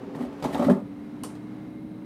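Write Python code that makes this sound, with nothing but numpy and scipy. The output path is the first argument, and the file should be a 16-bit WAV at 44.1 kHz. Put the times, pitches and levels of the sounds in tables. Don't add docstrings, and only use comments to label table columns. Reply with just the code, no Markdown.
import sys
import numpy as np
from scipy import signal
from scipy.fft import rfft, irfft
from scipy.io import wavfile
from scipy.ndimage import uniform_filter1d

SR = 44100
rng = np.random.default_rng(int(sys.argv[2]) if len(sys.argv) > 2 else 0)


def boost_factor(decibels):
    exponent = np.asarray(decibels, float) / 20
    return 10 ** exponent


def wav_record(signal):
    frames = np.transpose(np.atleast_2d(signal))
    bounded = np.clip(frames, -1, 1)
    quanta = np.round(bounded * 32767).astype(np.int16)
    wavfile.write(sys.argv[1], SR, quanta)


N = 90404

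# pitch_hz [Hz], level_db [dB], t60_s [s]
HOUSING_MODES = [(195.8, -5.5, .17), (248.8, 0.5, 0.12), (273.1, -9.5, 0.15)]


def unit(x):
    return x / np.sqrt(np.mean(x ** 2))


def shape(x, gain):
    hz = np.arange(len(x) // 2 + 1) * SR / len(x) + 1
    return irfft(rfft(x) * gain(hz), len(x))


def colour(points):
    hz, db = np.array(points, float).T
    return unit(shape(rng.standard_normal(N), lambda f: boost_factor(np.interp(np.log(f), np.log(hz), db, right=-80))))


def fade(t60_s, size=SR // 2):
    return np.exp(-np.log(1000) * np.arange(size) / SR / max(t60_s, .002))


def ring(modes, scatter_db=0.):
    t = np.arange(SR // 2) / SR
    out = np.zeros(len(t))
    for k, (hz, db, t60_s) in enumerate(modes):
        sign = (-1) ** (k * (hz > 300))
        level = boost_factor(db + scatter_db * rng.standard_normal())
        out += sign * level * fade(t60_s) * np.sin(2 * np.pi * hz * t)
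    return out


def walk(rate_hz):
    hold = int(SR / rate_hz)
    steps = np.repeat(rng.standard_normal(N // hold + 1), hold)
    return unit(uniform_filter1d(uniform_filter1d(steps, hold), hold)[:N])


def add(out, x, at_s):
    i = int(at_s * SR)
    out[i:i + len(x)] += x[:N - i]


def push(contact_ms):
    force = np.hanning(max(int(contact_ms * SR / 1000), 3))
    return force / force.sum()


def basket(t):
    cracks = np.zeros(N)
    body = knocks(cracks) + slide_rumble(t)
    # pitch_hz [Hz], level_db [dB per Hz]
    crack_tone = [(880, 5), (1500, -4.5), (2310, -8.5), (3650, -11.5), (5890, -18.5), (7520, -19.5),
                  (15500, -29.5)]
    body = signal.sosfilt(signal.butter(4, 145, "high", fs=SR, output="sos"), body)
    return body + cracks * colour(crack_tone) + slide_rub(t)


def knocks(cracks):
    # start_s [s], housing_db [dB], shell_db [dB], crack_db [dB], struck_hz [Hz] (favoured modes)
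    hits = [(.015, -54, -41, -53, 800), (.07, -60, -42, -73, 380), (0.11, -49, -52, -79, 400),
            (.139, -60, -42, -60, 424), (.148, -53, -29, -43, 950), (.206, -14, -33, -49, 644),
            (.234, -22.5, -31.5, -47, 700), (0.25, -54, -34, -46, 600), (0.305, -72, -34.5, -63, 400),
            (.326, -68, -34, -48, 925), (0.398, -46, -64, -44.5, 600), (.424, -53, -36, -30, 615),
            (.43, -35, -22, -46, 460), (.441, -25, -17.5, -29.5, 680), (.446, -41, -17.5, -40.5, 980),
            (.452, -13.5, -27, -37.5, 915), (.468, -32, -31, -45, 500), (.499, -32, -25, -39.5, 390),
            (0.544, -18.5, -21.5, -30.5, 414), (.552, -36, -17, -41.5, 765), (.572, -26, -25, -43, 413),
            (.585, -37, -32, -48, 754), (.5945, -9.5, -15, -33, 617), (.612, -13.5, -21, -38, 795),
            (.624, -33, -15.5, -36, 626), (.647, -15.5, -24, -32, 500), (.666, -6.5, -32, -44, 750),
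            (.684, -10, -10, -50, 608), (.696, -4.5, -9.5, -43, 400), (0.701, -9.5, -14.5, -40, 1430),
            (0.713, -18.5, -20.5, -58, 400), (.766, -18.5, -30, -47, 587), (.792, -28.5, -33, -60, 600),
            (.811, -30.5, -37, -67, 500), (1.236, -45, -31, -36, 1110), (1.243, -50, -30, -63, 467),
            (1.262, -32, -35, -69, 384), (1.301, -65, -60, -46, 606), (1.351, -54.5, -75, -45.5, 595)]
    boom_lead_s = 0.0023
    crack = fade(.07) * (1 - fade(0.0051))
    out = np.zeros(N)
    for at, boom_db, shell_db, crack_db, struck_hz in hits:
        boom = signal.fftconvolve(housing(at), push(3.0))
        rattle = signal.fftconvolve(shell(struck_hz=struck_hz), push(.6))
        add(out, -boost_factor(boom_db) * boom, at - boom_lead_s)
        add(out, boost_factor(shell_db) * rattle, at)
        add(cracks, boost_factor(crack_db) * crack, at)
    return out


def slide_envelopes(t):
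    # start_s [s], rumble_db [dB], rub_db [dB]
    slide = [
        (0.129, -50, -82),
        (.16, -47, -58.5),
        (0.211, -35.5, -53),
        (.29, -52.5, -76),
        (.41, -53, -64),
        (0.448, -37, -64),
        (.53, -35.5, -49.5),
        (0.619, -29, -54.5),
        (0.709, -30, -49),
        (0.803, -43, -81),
    ]
    at, rumble_db, rub_db = np.array(slide, float).T
    return [np.interp(t, at, db, left=-99, right=-99) for db in (rumble_db, rub_db)]


def slide_rumble(t):
    slips_per_s, spread_db = 3000, 1.5
    happens = rng.random(N) < slips_per_s / SR
    slips = happens * boost_factor(spread_db * rng.exponential(size=N)) * rng.standard_normal(N)
    metal = shell(damping=0.44) + boost_factor(-8) * ring(HOUSING_MODES)
    body = signal.fftconvolve(metal, push(0.42))
    return unit(signal.fftconvolve(slips, body)[:N]) * boost_factor(slide_envelopes(t)[0])


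def slide_rub(t):
    # pitch_hz [Hz], level_db [dB per Hz]
    rub_tone = [(1060, -37), (1800, -5), (2650, -16), (2820, -16), (3060, -15.5), (7140, -25), (8320, -21),
                (15500, -31.5)]
    grit_db = 3.5 * walk(150.1)
    return boost_factor(slide_envelopes(t)[1] + grit_db) * colour(rub_tone)


def housing(at_s):
    # start_s [s], level_db [dB]
    seating = [
        (.2, -16),
        (.6, -9),
        (.69, 0),
    ]
    (hz, db, t60_s), *rest = HOUSING_MODES
    lowest = (hz, db + np.interp(at_s, *np.array(seating).T), t60_s)
    return ring([lowest] + rest) * (1 - fade(0.023))


def shell(damping=0.91, struck_hz=None):
    # pitch_hz [Hz], level_db [dB], t60_s [s]
    shell_modes = [(368.6, -3.5, 0.14), (399.6, -1.5, 0.11), (461, -10.5, 0.23), (492.6, -8, 0.085),
                   (587, -1, 0.057), (632, -7, 0.063), (662, -6, 0.079), (757, -6, 0.067),
                   (870, -5.5, 0.061), (1012, -5.5, 0.047), (1093, -6, 0.035), (1390, -8, 0.027),
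                   (1800, -17, 0.0092)]
    flex, struck_octaves, rest_db = .008, 0.29, -13
    touched = []
    for hz, db, t60_s in shell_modes:
        if struck_hz is not None:
            distance = np.log2(hz / struck_hz) / struck_octaves
            db = db + rest_db * (1 - np.exp(-distance ** 2))
        touched.append((hz * (1 + flex * rng.standard_normal()), db, t60_s * damping))
    return ring(touched, scatter_db=2.5)


def thuds():
    # start_s [s], pitch_hz [Hz], level_db [dB]
    jolts = [(.148, 157.6, -24.5), (0.506, 140, -30), (.25, 70, -38), (0.429, 139, -22.5), (0.494, 71, -38),
             (0.639, 102, -28.5), (0.689, 81, -30), (.7, 163, -16), (.83, 123.7, -29.5)]
    t60_s, rise_s, contact_ms = 0.17, 0.079, 4.7
    out = np.zeros(N)
    for at, hz, db in jolts:
        note = ring([(hz, db, t60_s)]) * (1 - fade(rise_s))
        add(out, signal.fftconvolve(note, push(contact_ms)), at)
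    return out


def ticks():
    # start_s [s], pitch_hz [Hz], level_db [dB]
    pings = [(.147, 1844, -44), (.326, 2700, -54.5), (.424, 2500, -48), (0.4412, 4130, -57),
             (.5462, 3300, -39.5), (.5462, 3674, -33), (0.597, 3160, -42), (0.623, 2470, -43),
             (.647, 2010, -36), (.698, 393, -19.5), (0.697, 1693, -32), (1.235, 1082, -44.5),
             (1.236, 2930, -46.5)]
    out = np.zeros(N)
    for at, hz, db in pings:
        t60_s = 75 / hz ** 1.003
        add(out, ring([(hz, db, t60_s)]), at)
    return out


def latch():
    # start_s [s], level_db [dB]
    clicks = [
        (1.235, -37),
        (1.237, -45),
        (1.246, -48),
        (1.25, -49),
    ]
    # pitch_hz [Hz], level_db [dB per Hz]
    click_tone = [(600, -32), (1000, -2), (2500, -18), (3000, -11), (3700, -17), (5400, -9.5),
                  (7200, -11.5), (8700, -5), (15500, -16)]
    # pitch_hz [Hz], level_db [dB], t60_s [s]
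    latch_modes = [(2900, -5, 0.04), (4370, 1, 0.026), (5470, -8, 0.027), (6470, -8, .04), (7330, -8, .05),
                   (8360, -6, .09), (9000, -6, 0.14), (10800, 0, 0.044)]
    burst_t60_s, tail_t60_s = 0.021, 0.33
    tail_db, ring_db, tail_top_hz = -15.5, -5.5, 10200
    burst, tail, metal = np.zeros(N), np.zeros(N), np.zeros(N)
    for at, db in clicks:
        add(burst, boost_factor(db) * fade(burst_t60_s), at)
        add(tail, boost_factor(db + tail_db) * fade(tail_t60_s), at)
        add(metal, boost_factor(db + ring_db) * ring(latch_modes, scatter_db=0.5), at)
    noise = colour(click_tone)
    dull = shape(noise, lambda f: 1 / (1 + (f / tail_top_hz) ** 8))
    return metal + burst * noise + tail * dull


def fan(t):
    # start_s [s], shaft_hz [turns per s], opening [0-1]
    run = [
        (0, 46.88, 0.9),
        (0.403, 47.16, 0.82),
        (0.852, 48.26, 0.23),
        (1.208, 49.49, 0.08),
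        (1.6, 51.33, 0.09),
        (2.05, 51.8, 0.11),
    ]
    at, shaft_hz, opening = np.array(run, float).T
    return fan_tones(t, np.interp(t, at, shaft_hz)) + fan_air(np.interp(t, at, opening))


def fan_tones(t, shaft_hz):
    # blade_count [per turn], level_db [dB]
    blades = [(6, -42), (11, -58)]
    null_hz, null_width_hz, null_db = 552, 9, -10
    phase = 2 * np.pi * np.cumsum(shaft_hz) / SR
    hum = boost_factor(-56 + 2.6 * walk(6.59)) * np.sin(2 * np.pi * 121.9 * t)
    tones = hum
    for count, db in blades:
        dip_db = null_db * np.exp(-((count * shaft_hz - null_hz) / null_width_hz) ** 2)
        tones = tones + boost_factor(db + dip_db + 0.46 * walk(9.94)) * np.sin(round(count) * phase)
    return np.sqrt(2) * tones


def fan_air(opening):
    # pitch_hz [Hz], level_db [dB per Hz]
    air_tone = [(24, -66), (40, -19.5), (275, 1), (307, -13), (342, -9), (566, -23.5), (674, -18.5),
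                (2110, -33), (7500, -52), (9750, -90), (16500, -120)]
    # pitch_hz [Hz], width_hz [Hz], closed_db [dB], open_change_db [dB]
    air_peaks = [(192, 29, -45.5, -11.5), (241, 25, -46, -16), (400, 100, -60.5, 15.5),
                 (500, 104, -65, 14.5), (2120, 86, -66.5, -16), (3910, 340, -74.5, -16)]
    air = boost_factor(-43) * colour(air_tone)
    high = shape(air, lambda f: 1 / np.sqrt(1 + (378 / f) ** 4))
    air = air + high * (boost_factor(7 * opening + 1.2 * walk(4.67)) - 1)
    low = shape(air, lambda f: 1 / (1 + (f / 237) ** 6))
    air = air + low * (boost_factor(-3.5 * opening) - 1)
    for hz, width_hz, db, open_db in air_peaks:
        peak = shape(rng.standard_normal(N), lambda f: 1 / (1 + (2 * (f - hz) / width_hz) ** 2))
        air = air + boost_factor(db + open_db * opening + 0.5 * walk(4.1)) * unit(peak)
    return air


def room(x):
    size = SR // 2
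    noise = np.sign(rng.standard_normal(size)) * (np.arange(size) > 120)
    low = shape(noise, lambda f: 1 / (1 + (f / 8000) ** 2))
    tail = low * fade(.22) + (noise - low) * fade(.19)
    tail = shape(tail, lambda f: 1 / np.sqrt(1 + (520 / f) ** 6))
    tail = tail / np.sqrt(np.sum(tail ** 2))
    return x + boost_factor(-6) * signal.fftconvolve(x, tail)[:N]


def scene():
    t = np.arange(N) / SR
    reverberant = room(basket(t) + ticks() + latch())
    return (reverberant + thuds() + fan(t))[None]


def low_pass(x):
    return signal.sosfilt(signal.butter(12, 15880, fs=SR, output="sos"), x)


def record(dry):
    hiss_hz, hiss_db, tilt_db = 7920, -75, -7.5
    hiss = unit(shape(rng.standard_normal(N), lambda f: (f > hiss_hz) * boost_factor(tilt_db * np.log2(f / 8000))))
    thin = signal.sosfilt(signal.butter(4, 45, "high", fs=SR, output="sos"), dry)
    return low_pass(thin + boost_factor(hiss_db) * hiss)


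dry = scene()
out = record(dry)
wav_record(out)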